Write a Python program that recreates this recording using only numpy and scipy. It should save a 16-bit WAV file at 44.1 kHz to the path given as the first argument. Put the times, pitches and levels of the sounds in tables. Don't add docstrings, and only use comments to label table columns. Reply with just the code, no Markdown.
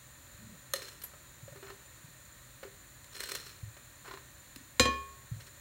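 import sys
import numpy as np
from scipy import signal
from scipy.fft import rfft, irfft, next_fast_len
from scipy.io import wavfile

SR = 44100
rng = np.random.default_rng(int(sys.argv[2]) if len(sys.argv) > 2 else 0)


def put_to_file(sound):
    columns = np.atleast_2d(sound).T
    safe = np.clip(columns, -1, 1)
    whole_steps = np.round(safe * 32767)
    wavfile.write(sys.argv[1], SR, whole_steps.astype(np.int16))


N = 247312

# (f/Hz, level/dB)
RUMBLE_SPECTRUM = [(15, -45), (25, -17), (45, 1), (128, -3.5), (192, -13), (309, -12.5), (448, -21.5),
                   (574, -11), (659, -19), (1000, -24), (1300, -25), (2200, -120)]
# (f/Hz, level/dB)
HISS_SPECTRUM = [(590, -31), (1000, -6), (1160, -6.5), (1820, -4.5), (2160, -9), (2510, -8), (2950, -13),
                 (4270, -8), (5020, -21), (6620, -8), (7090, -3), (7690, -11.5), (8930, -9), (10700, -16),
                 (15700, -10.5)]
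# (f/Hz, width/Hz, lift/dB)
HISS_RESONANCES = [(1834, 91, 5.7), (4020, 310, 3.2), (7110, 100, 8.1), (14500, 130, 2), (15700, 180, 4.4)]
# (f/Hz, t60/s)
KITCHEN_DECAY = [(100, 0.27), (500, 0.39), (4000, 0.39), (14000, 0.17)]
# (t/s, level/dB, f/Hz)
HANDLING_BUMPS = [(0.338, -46.5, 91), (.44, -43, 124), (1.425, -41.5, 125.5), (1.516, -46, 129),
                  (2.038, -45, 142), (3.627, -33.5, 103), (4.561, -45, 269), (4.801, -29, 112),
                  (5.313, -29, 120.3)]
# (f/Hz, level/dB)
FLAP_SPECTRUM = [(40, -36), (120, -2.5), (230, 2.5), (320, -17), (550, -16), (1200, -45), (4000, -49)]
# (f/Hz, level/dB, t60/s)
FILLED_BOWL_MODES = [(545, -3.5, 0.037), (1247, -7, 0.018), (1840, -16.5, 0.033), (3000, -15, 0.043),
                     (4070, -5, 0.031), (6380, -2.5, 0.018), (9970, -4, .02), (11700, 1, 0.014)]
# (t/s, force level/dB, ring level/dB)
GLASS_CONTACTS = [(4.7965, -16.5, -28), (4.8544, -27.5, -28.5), (4.883, -36, -55)]
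# (f/Hz, level/dB, t60/s)
GLASS_MODES = [(1092, -3, .56), (1743, -8, .44), (1832, -6, .18), (2443, -2, .41), (2993, -13, .18),
               (3205, -6, .34), (4081, 1.5, .22), (5054, -5, .22), (6126, -10, .24), (7318, 1, .15),
               (8636, -15, .19), (9981, -22, .2), (11430, -19, .14)]
# (f/Hz, level/dB, t60/s)
WORKTOP_MODES = [(69.5, -11, 0.66), (219, -16, 0.14), (246, -2, 0.082), (316, -17, 0.33), (406, -24, 0.66),
                 (497.4, 1, 0.068), (538, -5, 0.1), (728, -15.5, 0.12)]
# (f/Hz, level/dB)
CRACK_SPECTRUM = [(30, -40), (120, 0), (500, 1), (800, -3), (1400, 2), (3000, 1.5), (5400, 0), (7500, -2),
                  (9500, -10), (16000, -17)]
# (t/s, level/dB)
KNOCK_LEVEL = [(4.895, -1.5), (4.955, -1)]
# (t/s, level/dB, t60/s)
SPOON_SNAPS = [(.754, -39, 0.063), (0.816, -43.5, 0.074), (0.8812, -46, 0.045), (1.0158, -47.5, 0.037),
               (3.0427, -46.5, .018), (3.1464, -47, 0.04), (3.202, -34, 0.042), (3.2342, -35, 0.032),
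               (3.287, -36, 0.051), (3.3163, -32.5, 0.032), (3.349, -32, 0.04), (3.4628, -45, 0.045),
               (4.5599, -39.5, 0.017), (5.398, -51.5, 0.11), (5.4635, -51.5, 0.08)]
# (t/s, build-up/s, hold/s, level/dB)
SPOON_DRAGS = [(.74, .012, 0.13, -52), (3.11, 0.058, 0.21, -47), (3.44, 0.02, 0.026, -53)]
# (t/s, build-up/s, hold/s, level/dB)
WALL_SWEEPS = [(1.618, 0.056, 0.027, -52.5), (4.031, 0.024, 0.081, -53.5)]
# (t/s, level/dB)
WALL_STROKES = [(4.076, -45.5), (4.1084, -44), (4.1344, -38.5), (4.171, -45.5)]
# (f/Hz, level/dB)
CRACKLE_SPECTRUM = [(40, -38), (150, -23.5), (400, 0), (600, -6), (800, -14.5), (1300, -1), (3400, -4),
                    (4800, -7.5), (5500, -5.5), (8500, -6.5), (11500, -10.5), (16000, -9)]
# (f/Hz, level/dB)
SCRAPE_SPECTRUM = [(150, -30), (400, 2), (700, -14), (1100, 2.5), (2400, -9), (4000, -13), (7000, -22),
                   (16000, -31)]
# (f/Hz, width/Hz, lift/dB)
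BOWL_RESONANCES = [(1830, 150, 5), (2940, 120, 4), (4170, 240, 14), (5450, 260, 5), (8500, 300, 4)]
# (f/Hz, width/Hz, lift/dB)
SPOON_RESONANCES = [(400, 140, 3), (1030, 90, 10), (1830, 140, 6), (4060, 240, 11)]
# (f/Hz, width/Hz, lift/dB)
SINGING_RESONANCES = [(4170, 160, 5), (5420, 200, 5)]
# (t/s, level/dB, f/Hz, wet noise level/dB)
AIR_POCKETS = [(1.134, -57.5, 560, 4.5), (1.478, -46, 545, -9.5), (1.525, -51, 562, -11),
               (1.556, -51, 388, -2.5), (1.626, -49.5, 383, 0.5), (1.699, -47, 382, 1),
               (2.628, -46, 531, 2), (2.649, -46.5, 391, -11), (3.765, -61, 570, 11)]
# (t/s, level/dB)
AIR_SPITS = [(1.017, -51), (1.035, -37.5)]
# (f/Hz, level/dB)
WET_SPECTRUM = [(150, -16), (400, -4), (800, -5), (1350, -2), (2400, -10), (4000, -17), (7000, -25),
                (16000, -24)]
# (f/Hz, level/dB)
THIN_SPECTRUM = [(500, -7), (5000, -11.5), (7500, -7), (11000, 1), (12500, 6.5), (14500, -2), (16000, -15)]

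BUMP_RISE_S, BUMP_CYCLES = 0.0073, 7.1
BUMP_SAG_PER_S = 1.3
REBOUND_S, REBOUND_DB = 0.047, -8
FLUTTER_S, FLUTTER_DB = 0.36, -58
FLUTTER_BUILD_S, FLUTTER_HOLD_S, FLUTTER_RELEASE_S = 0.057, 0.13, 0.15
TAP_S, TAP_DB, TAP_CRACK_DB = 0.7358, -30.5, -24.5
CLINK_TILT = 0.16
RING_DULLING, CRACK_DULLING = 0.48, 0.28
THUD_DB, THUD_GROWTH = -23.5, 0.83
SNAP_RISE_SHARE = 0.056
SNAP_T60_S, SNAP_DULLING = 0.026, 0.71
DRAG_RELEASE_S, SWEEP_RELEASE_S = 0.41, 0.053
STROKE_RISE_S, STROKE_T60_S = 0.0025, 0.051
POCKET_HZ, POCKET_T60_S, POCKET_RISE_S = 440, 0.084, 0.0021
POCKET_DAMPING = 1.1
SPIT_RISE_S, SPIT_T60_S = 0.0025, 0.07
TOP_HZ = 15800


def amp(db):
    return 10 ** (np.asarray(db) / 20)


def along(points, hz):
    f, v = np.transpose(points)
    return np.interp(np.log(hz + 1), np.log(f + 1), v)


def add(track, s, sound):
    start = round(s * SR)
    track[start:start + len(sound)] += sound[:N - start]


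def coloured(x, points, peaks=(), tilt=0, size=8192):
    hz = np.fft.rfftfreq(size, 1 / SR)
    db = along(points, hz) + tilt * np.log2(hz + 20)
    for centre, width, lift in peaks:
        db = db + lift / (1 + (2 * (hz - centre) / width) ** 2)
    cepstrum = irfft(np.log(amp(db)))
    response = irfft(np.exp(rfft(2 * cepstrum[:size // 2], size)))
    response = response / np.linalg.norm(response)
    return signal.fftconvolve(x, response)[:len(x)]


def fade(t60):
    return np.exp(-np.log(1000) * np.arange(SR) / SR / t60)


def swell(rise, t60):
    onset = 1 - np.exp(-(np.arange(SR) / SR / rise) ** 2)
    shape = onset * fade(t60)
    return shape / shape.max()


def gesture(build, hold, release):
    t = np.arange(SR) / SR
    time_after_hold = np.maximum(t - build - hold, 0)
    return np.minimum(t / build, 1) * np.exp(-np.log(1000) * time_after_hold / release)


def grains(count, rough):
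    slips = np.repeat(rng.standard_normal(count // 20 + 1), 20)[:count]
    clumps = np.repeat(rng.standard_normal(count // 130 + 1), 130)[:count]
    unevenness = np.clip(slips + clumps / 2, -2, 2)
    x = rng.standard_normal(count) * np.exp(rough * unevenness)
    return x / x.std()


def tone(hz, glide=0):
    t = np.arange(SR) / SR
    return np.sqrt(2) * np.sin(2 * np.pi * hz * t * (1 + glide * t / 2))


def ring(modes, blows, rise, twin_db=-120):
    out = np.zeros(SR)
    first, lowest = blows[0][0], modes[0][0]
    for k, (hz, db, t60) in enumerate(modes):
        shape = swell(rise, t60)
        energy = np.zeros(SR)
        for s, blow_db, tilt in blows:
            blow = amp(blow_db + tilt * np.log2(hz / lowest)) * shape
            delay = max(0, round((s - first) * SR))
            energy += np.pad(blow, (delay, 0))[:SR] ** 2
        twin_hz = hz + rng.uniform(7, 16)
        twin = amp(twin_db) * np.roll(tone(twin_hz), -rng.integers(SR // 100))
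        out += (-1) ** k * amp(db) * np.sqrt(energy) * (tone(hz) + twin)
    return out


def kitchen(x, wet_db, delay=0.009):
    hz, t, z = signal.stft(rng.standard_normal(SR // 2), SR, nperseg=256)
    decay = np.exp(-np.log(1000) * t / along(KITCHEN_DECAY, hz)[:, None])
    tail = signal.istft(z * decay, SR, nperseg=256)[1]
    tail = np.pad(tail / np.linalg.norm(tail), (round(delay * SR), 0))
    return x + amp(wet_db) * signal.fftconvolve(x, tail)[:N]


def background():
    rumble = amp(-60) * coloured(rng.standard_normal(N), RUMBLE_SPECTRUM)
    hum = amp(-65) * np.sin(2 * np.pi * 126 * np.arange(N) / SR)
    hiss = amp(-55.5) * coloured(rng.standard_normal(N), HISS_SPECTRUM, HISS_RESONANCES)
    return rumble + hum + hiss


def flutter():
    out = np.zeros(N)
    flapping = gesture(FLUTTER_BUILD_S, FLUTTER_HOLD_S, FLUTTER_RELEASE_S) * rng.standard_normal(SR)
    add(out, FLUTTER_S, amp(FLUTTER_DB) * coloured(flapping, FLAP_SPECTRUM))
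    return out


def bumps():
    out = np.zeros(N)
    for s, db, hz in HANDLING_BUMPS:
        shape = swell(BUMP_RISE_S, BUMP_CYCLES / hz)
        sagging = tone(hz, glide=-BUMP_SAG_PER_S) / np.sqrt(2)
        bump = amp(db) * sagging * shape
        add(out, s, bump)
        add(out, s + REBOUND_S, amp(REBOUND_DB) * bump)
    return out


def tap():
    crack = amp(TAP_CRACK_DB) * swell(0.001, 0.021) * grains(SR, rough=0.19)
    sound = coloured(crack, CRACKLE_SPECTRUM, BOWL_RESONANCES)
    for hz, db, t60 in FILLED_BOWL_MODES:
        sound = sound + amp(TAP_DB + db) * tone(hz) * swell(3.7 / hz, t60)
    out = np.zeros(N)
    add(out, TAP_S, sound)
    return out


def clink():
    glass, knock = np.zeros(N), np.zeros(N)
    times, force_db, ring_db = np.transpose(GLASS_CONTACTS)
    weaker_db = force_db[0] - force_db
    tilts = CLINK_TILT - RING_DULLING * weaker_db
    ring_blows = list(zip(times, ring_db, tilts))
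    thuds = [(s, THUD_DB - THUD_GROWTH * weaker, 0) for s, weaker in zip(times, weaker_db)]
    add(glass, times[0], ring(GLASS_MODES, ring_blows, rise=0.0006, twin_db=-9))
    add(knock, times[0], ring(WORKTOP_MODES, thuds, rise=0.0041))
    for s, db, weaker in zip(times, force_db, weaker_db):
        tick = amp(-5.5) * swell(0.0001, 0.007)
        clatter = swell(0.0002, 0.05)
        crack = amp(db) * (tick + clatter) * grains(SR, rough=0.11)
        add(knock, s, coloured(crack, CRACK_SPECTRUM, tilt=-CRACK_DULLING * weaker))
    gain = amp(np.interp(np.arange(N) / SR, *np.transpose(KNOCK_LEVEL)))
    return kitchen(gain * glass, wet_db=-16) + kitchen(gain * knock, wet_db=-10.5)


def snaps():
    out = np.zeros(N)
    for s, db, t60 in SPOON_SNAPS:
        snap = amp(db) * swell(SNAP_RISE_SHARE * t60, t60) * grains(SR, rough=0.23)
        tilt = -SNAP_DULLING * np.log2(t60 / SNAP_T60_S)
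        add(out, s, coloured(snap, CRACKLE_SPECTRUM, BOWL_RESONANCES, tilt=tilt))
    return out


def drags():
    out = np.zeros(N)
    for s, build, hold, db in SPOON_DRAGS:
        drag = amp(db) * gesture(build, hold, DRAG_RELEASE_S) * grains(SR, rough=0.85)
        add(out, s, coloured(drag, CRACKLE_SPECTRUM, BOWL_RESONANCES + SINGING_RESONANCES, tilt=-0.76))
    return out


def wall_scrapes():
    out = np.zeros(N)
    for s, build, hold, db in WALL_SWEEPS:
        sweep = amp(db) * gesture(build, hold, SWEEP_RELEASE_S) * grains(SR, rough=0.59)
        add(out, s, coloured(sweep, WET_SPECTRUM, BOWL_RESONANCES))
    for s, db in WALL_STROKES:
        stroke = amp(db) * swell(STROKE_RISE_S, STROKE_T60_S) * grains(SR, rough=0.49)
        add(out, s, coloured(stroke, SCRAPE_SPECTRUM, SPOON_RESONANCES))
    return out


def batter():
    out = np.zeros(N)
    for s, db, hz, wet_db in AIR_POCKETS:
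        t60 = POCKET_T60_S * (POCKET_HZ / hz) ** POCKET_DAMPING
        shape = amp(db) * swell(POCKET_RISE_S, t60)
        smack = coloured(shape * grains(SR, rough=0.14), WET_SPECTRUM, BOWL_RESONANCES)
        add(out, s, shape * tone(hz, glide=1.7) + amp(wet_db) * smack)
    for s, db in AIR_SPITS:
        spit = amp(db) * swell(SPIT_RISE_S, SPIT_T60_S) * grains(SR, rough=0.22)
        add(out, s, coloured(spit, THIN_SPECTRUM))
    return out


def scene():
    handling = kitchen(bumps() + flutter(), wet_db=-10.5)
    scraping = kitchen(tap() + snaps() + drags() + wall_scrapes() + batter(), wet_db=-10.5)
    return (background() + handling + clink() + scraping)[None]


def record(dry):
    m = next_fast_len(N + SR // 2)
    bass_cut = signal.butter(2, 45, "highpass", fs=SR, output="sos")
    thin = signal.sosfilt(bass_cut, dry)
    passband = np.fft.rfftfreq(m, 1 / SR) < TOP_HZ
    return irfft(rfft(thin, m) * passband, m)[..., :N]


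dry = scene()
out = record(dry)
put_to_file(out)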